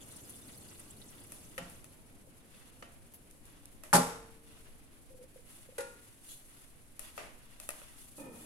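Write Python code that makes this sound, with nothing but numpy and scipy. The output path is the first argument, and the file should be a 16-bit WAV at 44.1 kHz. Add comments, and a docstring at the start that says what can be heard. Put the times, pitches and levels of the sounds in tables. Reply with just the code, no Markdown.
"""The last of a pot of stock trickles through a metal colander in a steel sink, over rumble, hiss and deep
buffeting. The pot's rim clinks on the colander, the pot creaks, and cloth swishes briefly; then a bone crashes
into the colander. The pot creaks as it swings away, lands with a clonk and skids; at the end a heavy object
groans along the counter. Cloth rustles and kitchenware knocks from early on to near the end. Impacts are
decaying modes and noise bursts; water and friction are coloured noise with irregular gains, and the groan is a
set of tones of wavering pitch."""
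import sys
import numpy as np
from scipy import signal
from scipy.fft import rfft, irfft
from scipy.io import wavfile
from scipy.ndimage import uniform_filter1d

SR = 44100
rng = np.random.default_rng(int(sys.argv[2]) if len(sys.argv) > 2 else 0)


def store_wav(level_fs):
    """Save 16-bit WAV to argv[1]."""
    pcm = np.round(np.clip(np.atleast_2d(level_fs), -1, 1) * 32767)
    wavfile.write(sys.argv[1], SR, pcm.T.astype(np.int16))


N = 372644

# Levels in the tables are relative: the functions add the gain of each layer.
# slow drift of the kitchen's rumble and of a separate deep buffeting: time_s, rumble_db, deep_buffeting_db
LOW_NOISE_DRIFT = [(0, -58, -72), (1.7, -60, -65.5), (2.4, -63, -68), (4.7, -63.5, -63), (5.3, -64, -66.5),
                   (6.4, -66, -68), (7.3, -65.5, -62.5), (8.44, -65, -67)]
# the trickle thins out and stops: time_s, level_db
FLOW_LEVEL = [(0.0, -61.5), (0.14, -58.5), (0.9, -62), (1.75, -64), (1.92, -73), (2.3, -91)]
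# large drops from the lip of the pot: start_s, level_db, pitch_hz
LARGE_DROPS = [(0.1151, -37, 8700), (0.16, -36, 9100), (0.294, -33, 10150), (0.338, -38.5, 10900),
               (0.355, -35.5, 9150), (0.472, -41, 9100), (0.572, -39.5, 10700), (0.7924, -39.5, 9200),
               (0.8979, -41, 8100), (1.012, -43, 3840), (1.1, -41.5, 10600), (1.2003, -41, 9740)]
# knocks of kitchenware: start_s, hollow_body_db, bright_tick_db, left_right_db, room_db
KNOCKS = [(1.32, -54.5, -45, 6, -2), (1.698, -76, -54, 6, 1), (1.843, -61, -52.5, 8, -7),
          (3.311, -65, -57, 0, -23), (3.454, -82, -59, 2, 1), (3.656, -71, -53.5, -4, -18),
          (3.836, -50.5, -49, -3, -1), (6.9935, -53, -42, 8, -3.5), (7.1783, -39, -52, 7.5, -1),
          (7.6, -53, -46.5, 7, -4.5), (7.69, -38.5, -36, 5, -9.5), (7.705, -51.5, -45.5, 9, -5),
          (7.816, -51, -74, -1, -9)]
# the pot nudges the colander and the sink answers: start_s, body_db, tick_db, sink_boom_db
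NUDGES = [(1.579, -40.5, -47, -20), (2.8242, -50, -80, -41)]
# strokes of cloth and hands over metal: start_s, length_s, fine_hiss_db, coarse_rubbing_db
STROKES = [(2.47, 0.28, -68, -65.5), (3.428, 0.25, -75, -67), (4.425, 0.27, -67, -65),
           (5.439, 0.23, -58, -65.5), (5.977, 0.2, -61, -69), (6.212, 0.2, -55, -67.5),
           (6.45, 0.24, -62, -67.5), (6.994, 0.15, -58.5, -60), (7.148, 0.059, -56, -65),
           (7.411, 0.33, -70, -66), (7.602, 0.16, -56, -71), (7.708, 0.32, -62, -64),
           (7.958, 0.13, -54, -66), (8.15, 0.098, -53.5, -76), (8.31, 0.51, -53, -63.5)]
# a brief swish, like the strokes above but in one narrow high band: start_s, level_db, length_s, pitch_hz
SWISHES = [(3.132, -53.5, 0.042, 11300)]
# the bone lands, bounces and flops over: start_s, rattle_db, thud_db
BOUNCES = [(3.9293, -8.5, -28), (3.9332, 0, -6.5), (3.9434, -4.5, 3), (3.952, -1.5, -11),
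           (3.9648, -8.5, -16), (3.9816, -22, 6), (4.008, -22, -3.5)]
# the pot and its handle slip as it is tilted and swung away: start_s, level_db, t60_s
CREAKS = [(2.272, -56, 0.061), (5.101, -58.5, 0.28), (5.143, -53.5, 0.14), (5.189, -56.5, 0.25),
          (5.212, -52, 0.12), (5.238, -52, 0.079), (5.359, -46.5, 0.047), (5.389, -54, 0.071),
          (5.688, -48.5, 0.054), (5.722, -53, .05)]
# the pot lands on its base and rocks: start_s, force_db
LANDINGS = [(5.781, 4), (5.805, 1.5)]

# modes of the steel sink: pitch_hz, level_db, t60_s (before any extra damping)
SINK_MODES = [(50, -41, 0.66), (125.6, -33, 0.35), (171.5, -21.5, 0.36), (191.7, -26.5, 0.35),
              (251.6, -31, 0.49), (383, -35, 0.36), (453, -40.5, 1.24), (482, -34.5, 0.65),
              (562, -30.5, 0.43), (610, -26.5, 0.31), (828, -20, 0.37), (860, -39, 0.71), (932, -26, 0.39),
              (1060, -30.5, 0.5), (1183, -29, 0.44), (1360, -32, 0.54), (1494, -38, 0.59)]
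# modes of the colander: pitch_hz, level_db, t60_s
COLANDER_MODES = [(3610, -43, .29), (4700, -32, .25), (5635, -53, 0.2), (7235, -48, 0.49), (9000, -40, .26),
                  (10040, -38, .28)]
# modes of the pot's rim: pitch_hz, level_db, t60_s
RIM_MODES = [(522, 5, 0.068), (543, -11, 0.44), (687, -9, 0.43), (1162, -14, 0.33), (1296, 7.5, 0.031),
             (1374, -13, 0.48), (1865, -12.5, .42), (2000, 9, .018), (2730, -11, .26), (3025, -8.5, 0.21)]
# modes of the pot's base: pitch_hz, level_db, t60_s
POT_MODES = [(491, -37, 0.41), (547.5, -33, 0.29), (825, -44.5, 0.31), (935, -47.5, 0.54),
             (1399, -48, 0.59), (1430, -42.5, 0.56), (1675, -53, 0.47), (1830, -49, 0.29),
             (1970, -43.5, 0.16), (2440, -55, 0.54), (2700, -57, 0.43)]
# short, damped modes of a knocked body: pitch_hz, level_db (before brightening), t60_s
SHELL_MODES = [(571, 3.5, 0.024), (1280, 10.5, 0.012), (1884, -1.5, 0.033), (2620, 1.5, 0.032)]
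# modes of other kitchenware that ring on: pitch_hz, level_db, t60_s
WARE_MODES = [(610, -6, 0.3), (670, -9.5, 0.38), (1214, -14.5, 0.45), (2000, -16, 0.44), (2420, -17, .4)]
# resonances of the counter: pitch_hz, width_hz (before scaling), level_db
COUNTER_PEAKS = [(254, 200, -2.5), (537, 140, -6), (905, 210, -11.5), (1280, 150, -13.5), (1810, 80, -13.5),
                 (2470, 110, -10.5)]
# resonances of the skid over steel: pitch_hz, width_hz (before scaling), level_db
SKID_PEAKS = [(3220, 470, -3), (4080, 360, -2), (6840, 900, -5), (10800, 2800, -1.5)]
# partials of stick and slip on the counter: pitch_hz (before sinking), rms_wander_hz, level_db
GROAN_PARTIALS = [(280, 24, -2.5), (546, 11.85, -3), (867, 26, -15)]

# spectrum of the bone's crash: frequency_hz, level_db
CRASH_COLOUR = [(40, -35), (90, -41), (150, -15.5), (330, -18.5), (550, -13.5), (900, -12), (1450, -14.5),
                (2200, -22.5), (3300, -25.5), (5000, -23.5), (10500, -18), (12500, -24.5), (16000, -54)]
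# spectrum of the pot's clonk: frequency_hz, level_db
CLONK_COLOUR = [(200, -16), (450, 6.5), (680, -14), (900, -4), (1800, -7.5), (3200, -13.5), (6000, -13.5),
                (10500, -7), (13000, -17), (16000, -41)]
# spectrum of a hollow body: frequency_hz, level_db
HOLLOW_COLOUR = [(60, -27), (170, -11), (330, -3), (580, 0), (780, -1), (1000, -2), (1350, -4), (1650, -3),
                 (2700, -4), (3800, -12.5), (8000, -15), (16000, -41.5)]
# spectrum of a sharp tick: frequency_hz, level_db
TICK_COLOUR = [(500, -22), (2500, -6.5), (5000, -4.5), (7500, 1), (10800, 9), (13000, -2.5), (16000, -16)]
# spectrum of fine hiss: frequency_hz, level_db
HISS_COLOUR = [(1000, -39), (3000, -14.5), (5500, -14.5), (7500, -10), (9500, -5), (11200, -3),
               (12600, -14.5), (16000, -23)]
# spectrum of coarse rubbing: frequency_hz, level_db
RUB_COLOUR = [(200, -15), (600, -5), (1200, -2), (2400, -0.5), (3800, -7), (7000, -15.5), (16000, -54)]
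# spectrum of the kitchen's rumble: frequency_hz, level_db
RUMBLE_COLOUR = [(15, 1), (50, -9.5), (75, -0.5), (125, 0), (170, -4.5), (220, -1.5), (290, -1.5),
                 (390, -9), (530, -9.5), (750, -14.5), (1500, -23.5), (4000, -51)]
# spectrum of deep buffeting: frequency_hz, level_db
DEEP_COLOUR = [(15, 1.5), (40, -7), (55, -12), (100, -20.5), (400, -57)]
# ring of the kitchen and its metal: frequency_hz, t60_s
RING_TIMES = [(60, 1), (500, 0.66), (3000, 0.61), (10000, 0.47)]
# likeness of noise at the two microphones: frequency_hz, coherence (0 to 1)
COHERENCE = [(20, 0.19), (120, 0.9), (280, 0.65), (500, 0.58), (1000, 0.022)]
# the left microphone is brighter: frequency_hz, left_right_db
MICROPHONE_TILT = [(11000, 0), (13000, 4)]

HISS_DB, MURK_DB = -65, -70  # steady hiss and midrange noise of the kitchen
STROKE_SKEW = 0.65  # exponent below 1: a stroke peaks before its middle
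STROKE_ECHO_S, STROKE_WET = 0.081, 0.41  # the room holds each stroke: decay time constant, share of the power
SKID_S, SKID_DB, SKID_RISE_S, SKID_T60_S = 6.281, -41, 0.022, 0.28
HARDNESS = .25  # dB per octave by which the body brightens for each dB of tick above it
SHOVE_S, SHOVE_DB = 8.179, -49  # the push starts
SHOVE_HOLD_S, SHOVE_EASE_S, SLIDE_DB = 0.067, 0.18, -14  # it holds, then eases into a quieter slide
SAG, SAG_S = .17, .14  # the groan's pitch sinks by this share, over this time from its start
SPRAY_DB, WASH_DB = 1, -5.5  # fine spray and the wash over the steel, relative to the flow
PATTER_PER_S, PATTER_DB = 220, -6  # tiny droplets on the steel: mean rate, level relative to the flow
SMALL_DROP_DB, BIG_DROP_DB = -2.5, -3  # gains of the small and large drops
DROP_RISE_S, DROP_T60_S = 0.002, 0.039  # each drop swells (time constant) and dies away
BASIN_ECHO_DB, BASIN_S = 4.5, 0.0077  # the steel walls reflect: level, scale of the delays
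EDGE_HZ = 15900  # upper band limit


def amp(db):
    """Logarithmic level: decibels become an amplitude ratio."""
    return 10 ** (np.asarray(db) / 20)


def evened(x):
    """Normalisation of mean power: the signal is scaled to rms 1."""
    return x / np.sqrt(np.mean(x ** 2) + 1e-20)


def read(points, hz):
    """Logarithmic pitch scale: a table is interpolated along log frequency."""
    f, value = np.transpose(points)
    return np.interp(np.log(hz + 1), np.log(f + 1), value)


def follow(rows):
    """Slow amplitude modulation: levels interpolated in decibels become gain curves."""
    s, *levels = np.transpose(rows)
    t = np.arange(N) / SR
    return [amp(np.interp(t, s, db)) for db in levels]


def add(mix, s, sound):
    """Superposition: a stereo sound is summed into the mix from time s."""
    part = mix[:, round(s * SR):][:, :sound.shape[-1]]
    part += sound[..., :part.shape[1]]


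def panned(db):
    """Interaural level difference: half the decibels go to each side, with opposite signs."""
    return amp(np.array([[db], [-db]]) / 2)


def dying(t60, rise=.001):
    """Exponential damping: one second that rises quickly and loses 60 dB per t60."""
    t = np.arange(SR) / SR
    return (1 - np.exp(-t / rise)) * np.exp(-np.log(1000) * t / t60)


def noise(colour, size=SR):
    """Diffuse-field coherence: coloured noise alike in the bass and nearly unrelated in the treble."""
    hz = np.fft.rfftfreq(size, 1 / SR)
    left, other = rfft(rng.standard_normal((2, size)))
    same = np.clip(read(COHERENCE, hz), -1, 1)
    right = same * left + np.sqrt(1 - same ** 2) * other
    spectrum = np.array([left, right]) * amp(read(colour, hz))
    return evened(irfft(spectrum, size))


def fizz(hz, spread, skirt_db, size):
    """Band-limited noise: random energy is gathered around one pitch."""
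    lower = [(hz / spread ** 3, 2 * skirt_db), (hz / spread, skirt_db)]
    upper = [(hz * spread, skirt_db), (hz * spread ** 3, 2 * skirt_db)]
    return noise(lower + [(hz, 0)] + upper, size=size)


def tail(colour, rise=.012):
    """Frequency-dependent damping: a crowd of metal and room modes, each band dying at its own speed."""
    hz, t, z = signal.stft(noise(colour), SR, nperseg=256)
    decay = np.exp(-np.log(1000) * t / read(RING_TIMES, hz)[:, None])
    ring = signal.istft(z * decay, SR, nperseg=256)[1][:, :SR]
    return ring * (1 - np.exp(-np.arange(SR) / SR / rise))


def ringing(modes, build_turns, spread_hz):
    """Modal superposition: damped sines swell over a few cycles, with wider phase between the ears higher up."""
    t, out = np.arange(SR) / SR, np.zeros((2, SR))
    for hz, db, t60 in modes:
        apart = rng.choice([-1, 1]) * min((hz / spread_hz) ** 2, np.pi / 2)
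        phase = 2 * np.pi * rng.random() + np.array([[.5], [-.5]]) * apart
        out += amp(db) * dying(t60, build_turns / hz) * np.sin(2 * np.pi * hz * t + phase)
    return out


def shimmer(colour, lowest_hz, count):
    """Modal density of thin metal: many high modes of uneven strength and life."""
    place, strength, life = rng.random((3, count))
    hz = lowest_hz * (11500 / lowest_hz) ** ((np.arange(count) + place) / count)
    db = read(colour, hz) + 10 * np.log10(hz / lowest_hz) - 10 * strength
    t60 = read(RING_TIMES, hz) * (1 + (life - .5) / 2)
    return ringing(np.c_[hz, db, t60], build_turns=14.0, spread_hz=lowest_hz)


def resonances(peaks, width_scale):
    """Resonance curves: summed peaks give a spectrum as rows of frequency_hz, level_db."""
    hz = np.geomspace(60, 16000, num=600)
    response = sum(amp(db) / (1 + (2 * (hz - f) / (width_scale * w)) ** 2) for f, w, db in peaks)
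    return np.c_[hz, 20 * np.log10(response)]


def flutter(depth_db, size):
    """Random amplitude modulation: a gain wanders smoothly; size is the smoothing in samples."""
    smooth = uniform_filter1d(uniform_filter1d(rng.standard_normal(N), size), size)
    return amp(depth_db * evened(smooth))


def sputter(size, depth_db, grain_s):
    """Granular modulation: the gain glides to a new random level over each short grain."""
    t = np.arange(size) / SR
    grains = np.interp(t / max(grain_s, 1 / SR), np.arange(size), rng.standard_normal(size))
    return evened(amp(depth_db * np.minimum(grains, 2)))


def basin(x, count=8):
    """Comb filtering: early reflections from the walls of the sink interfere with the direct sound."""
    walls = np.zeros((2, SR // 20))
    walls[:, 0] = 1  # direct sound
    for side in walls:
        at = ((.1 + rng.random(count)) * min(BASIN_S, .03) * SR).astype(int)
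        side[at] += amp(BASIN_ECHO_DB) * rng.choice([-1, 1], count) / np.sqrt(count)
    walls /= np.linalg.norm(walls, axis=1, keepdims=True)
    return signal.oaconvolve(x, walls, axes=1)[:, :N]


def boom(soft_hz, damping):
    """Contact time limits bandwidth: a soft blow wakes mainly the low modes of the sink."""
    modes = [(hz, db - 10 * np.log10(1 + (hz / soft_hz) ** 3), t60 / damping) for hz, db, t60 in SINK_MODES]
    return ringing(modes, build_turns=2.0, spread_hz=500)


def buffeting():
    """Low-frequency noise: a deep buffeting whose level drifts slowly."""
    _, deep = follow(LOW_NOISE_DRIFT)
    return amp(5.5) * deep * noise(DEEP_COLOUR, size=N)


def kitchen():
    """Stationary broadband noise: steady faint hiss over a slowly drifting rumble."""
    low, _ = follow(LOW_NOISE_DRIFT)
    hiss = amp(HISS_DB) * noise(HISS_COLOUR, size=N) * flutter(depth_db=2.0, size=600)
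    murk = amp(MURK_DB) * noise(RUB_COLOUR, size=N) * flutter(depth_db=2.0, size=900)
    rumble = amp(2.0) * low * noise(RUMBLE_COLOUR, size=N)
    return hiss + murk + rumble


def cloth():
    """Friction noise: strokes swell, crackle and fade, fine hiss over coarser rubbing of varied pitch."""
    out, t = np.zeros((2, N)), np.arange(SR) / SR
    keep, wet = np.exp(-1 / (STROKE_ECHO_S * SR)), np.clip(STROKE_WET, 0, 1)
    for s, length, fine_db, coarse_db in STROKES:
        power = np.sin(np.pi * np.minimum(t / length, 1) ** STROKE_SKEW) ** 2
        held = signal.lfilter([1 - keep], [1, -keep], power)
        envelope = np.sqrt((1 - wet) * power + wet * held)
        pitch = rng.uniform(.92, 1.2)
        rub = [(f * pitch, db) for f, db in RUB_COLOUR]
        add(out, s, envelope * (amp(fine_db + 2.0) * noise(HISS_COLOUR) + amp(coarse_db + 3.5) * noise(rub)))
    return out * flutter(depth_db=1.5, size=500) * sputter(N, depth_db=3, grain_s=.002)


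def swishes():
    """Sliding friction: a brief swish sounds in a narrow, grainy band of noise."""
    out = np.zeros((2, N))
    for s, db, length, hz in SWISHES:
        u = np.linspace(0, 1, int(length * SR))
        swell = np.sin(np.pi * u ** STROKE_SKEW)
        add(out, s, amp(db) * fizz(hz, spread=1.1, skirt_db=-10.0, size=len(u)) * swell)
    return out * flutter(depth_db=3.5, size=100)


def knocks():
    """Impact spectrum: a sharp tick and a damped hollow body; relatively stronger ticks brighten the body."""
    out = np.zeros((2, N))
    for s, body_db, tick_db, side_db, room_db in KNOCKS:
        tick = amp(tick_db + 12.5) * noise(TICK_COLOUR) * dying(t60=.01, rise=.0003)
        tilt = HARDNESS * np.clip(tick_db - body_db, -20, 10)  # dB per octave
        pivot_hz = SHELL_MODES[1][0]
        shell = [(hz, db + tilt * np.log2(hz / pivot_hz), t60) for hz, db, t60 in SHELL_MODES]
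        body = ringing(shell, build_turns=1.3, spread_hz=610)
        body += amp(-3) * noise(HOLLOW_COLOUR) * dying(t60=.028, rise=.0003)
        room = amp(body_db - 5.0) * tail(HOLLOW_COLOUR, rise=0.0041)
        room += amp(tick_db - 4.0) * tail(TICK_COLOUR, rise=0.001)
        room += amp(body_db) * ringing(WARE_MODES, build_turns=2.4, spread_hz=520)
        add(out, s, panned(side_db) * (tick + amp(body_db) * body) + amp(room_db) * room)
    return out


def shove(width_scale=0.97):
    """Stick-slip oscillation: a wavering groan sinks in pitch while friction shakes the counter."""
    t = np.arange(N) / SR - SHOVE_S
    start = np.clip(t / 0.0056, 0, 1) * amp(SHOVE_DB)
    push = amp(SLIDE_DB * np.clip((t - SHOVE_HOLD_S) / SHOVE_EASE_S, 0, 1))
    speed = 1 - SAG * np.clip(t / SAG_S, 0, 1) ** 4
    groan = 0
    for hz, wander_hz, db in GROAN_PARTIALS:
        wander = evened(uniform_filter1d(rng.standard_normal(N), size=300))
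        phase = 2 * np.pi * np.cumsum(hz * speed + wander_hz * wander) / SR
        groan += amp(db) * flutter(depth_db=1.5, size=350) * np.sin(phase)
    shaking = amp(-1.5) * np.sqrt(push) * noise(resonances(COUNTER_PEAKS, width_scale), size=N)
    return start * (push * groan + shaking)


def skid(width_scale=1.2):
    """Friction-driven resonance: metal skids over steel with a quick bright swish."""
    out = np.zeros((2, N))
    swish = noise(resonances(SKID_PEAKS, width_scale)) * dying(SKID_T60_S, SKID_RISE_S)
    add(out, SKID_S, amp(SKID_DB) * swish)
    return out * flutter(depth_db=-0.5, size=150)


def nudges():
    """Coupled vibration: the pot's rim clinks on the colander, and the sink booms a moment later."""
    out = np.zeros((2, N))
    for s, db, tick_db, boom_db in NUDGES:
        tick = amp(tick_db + 8.5) * noise(TICK_COLOUR) * dying(t60=0.043, rise=0.00064)
        body = amp(6) * noise(HOLLOW_COLOUR) * dying(t60=0.049, rise=0.00054)
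        body += amp(-7.0) * tail(HOLLOW_COLOUR, rise=0.0048)
        body += ringing(RIM_MODES, build_turns=1.7, spread_hz=830)
        add(out, s, tick + amp(db) * body)
        add(out, s + 0.0079, amp(boom_db) * boom(soft_hz=224, damping=0.88))
    return out


def pot(creak_hz=500, base_hz=470):
    """Modal excitation: slips make the pot creak near its lowest mode; landing rings its whole body."""
    out, s = np.zeros((2, N)), LANDINGS[0][0]
    for at, db, t60 in CREAKS:
        mode = (creak_hz * rng.uniform(.96, 1.06), db + 6.0, t60)
        add(out, at, ringing([mode], build_turns=1.3, spread_hz=570))
    for at, db in LANDINGS:
        add(out, at, amp(db - 37.0) * noise(CLONK_COLOUR) * dying(t60=0.054, rise=0.0015))
    add(out, s, amp(-46) * tail(CLONK_COLOUR, rise=0.016))
    add(out, s, amp(-53) * shimmer(CLONK_COLOUR, lowest_hz=1700, count=40))
    thud = ringing([(base_hz, -18, .035)], build_turns=5.2, spread_hz=440)
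    ring = amp(-1.5) * ringing(POT_MODES, build_turns=2.0, spread_hz=580)
    add(out, s + 0.00228, panned(1.4) * (thud + ring))
    return out


def bone():
    """Impact excitation: each bounce rattles the colander; the sink under it booms and rings on."""
    out, s = np.zeros((2, N)), BOUNCES[0][0]
    contact = [(1260, -15.5, 0.013), (1690, -12.5, 0.0089)]  # first hard contact: pitch_hz, level_db, t60_s
    add(out, s, ringing(contact, build_turns=0.51, spread_hz=880))
    for at, rattle_db, thud_db in BOUNCES:
        rattle = noise(CRASH_COLOUR) * dying(t60=0.093, rise=0.00054)
        add(out, at, amp(rattle_db - 17.5) * rattle * sputter(SR, depth_db=2, grain_s=.002))
        add(out, at, amp(thud_db) * boom(soft_hz=600, damping=5))
    add(out, s, amp(-26.5) * tail(CRASH_COLOUR, rise=0.012) * flutter(depth_db=1.5, size=120)[:SR])
    add(out, s, amp(-1.0) * ringing(SINK_MODES, build_turns=3.3, spread_hz=840))
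    add(out, s + 0.0043, ringing(COLANDER_MODES, build_turns=8.7, spread_hz=2700))
    add(out, s + .003, amp(-29) * shimmer(CRASH_COLOUR, lowest_hz=1500, count=80))
    return out


def patter(count=24):
    """Random arrivals: tiny droplets each give a short damped ping, spread over a range of pitches."""
    out, t = np.zeros((2, N)), np.arange(SR // 50) / SR
    for hz in np.geomspace(3000, 12800, num=count):
        lands = rng.random(N) < PATTER_PER_S / count / SR
        size = amp(4 * np.minimum(rng.exponential(1, N), 3)) * lands
        tone = np.sin(2 * np.pi * (hz * t + rng.random((2, 1))))
        ping = np.sqrt(hz) * t * hz * np.exp(-t * hz / 6) * tone
        out += np.sqrt(hz) * signal.oaconvolve(size[None], ping, axes=1)[:, :N]
    return evened(out)


def splat(hz, spread):
    """Impulsive noise: a drop bursts on the metal in a brief, ragged spray of fizz."""
    size = SR // 8
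    burst = fizz(hz, spread, skirt_db=-17, size=size) * sputter(size, depth_db=6, grain_s=.0015)
    return burst * dying(t60=DROP_T60_S, rise=DROP_RISE_S)[:size]


def trickle(count=260):
    """Jet breakup: a thin stream parts into many small drops and a few large, in a crackling spray."""
    (flow,) = follow(FLOW_LEVEL)
    start, end = FLOW_LEVEL[0][0], FLOW_LEVEL[-1][0]
    running = np.clip((end - np.arange(N) / SR) / .5, 0, 1)  # fades over the last half second
    spray = amp(SPRAY_DB) * noise(HISS_COLOUR, size=N) * flutter(depth_db=3.2, size=70)
    wash = amp(WASH_DB) * noise(RUB_COLOUR, size=N) * flutter(depth_db=3.5, size=400)
    out = running * flow * (spray + wash + amp(PATTER_DB) * patter())
    for when, pitch, size in rng.random((count, 3)):
        s = start + when * (end - start)
        size_db = 3 * min(-np.log(size), 2.5) + SMALL_DROP_DB + 7 * pitch
        add(out, s, amp(size_db) * flow[int(s * SR)] * splat(2100 * 5.6 ** pitch, spread=1.26))
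    for s, db, hz in LARGE_DROPS:
        add(out, s, amp(db + BIG_DROP_DB) * splat(hz, spread=1.3))
    return out


def scene():
    """Linear superposition: the sources add, some of them through the reflections of the sink."""
    in_basin = basin(cloth() + swishes() + skid() + trickle())
    return buffeting() + kitchen() + in_basin + knocks() + shove() + nudges() + pot() + bone()


def record(dry):
    """Linear filtering: two microphones of unlike brightness, then an upper band limit."""
    tilt = read(MICROPHONE_TILT, np.fft.rfftfreq(N, 1 / SR))
    heard = irfft(rfft(dry) * amp(np.array([tilt, -tilt]) / 2), N)
    lowpass = signal.firwin(511, EDGE_HZ, window=("kaiser", 9), fs=SR)
    return signal.oaconvolve(heard, lowpass[None], "same")


dry = scene()
out = record(dry)
store_wav(out)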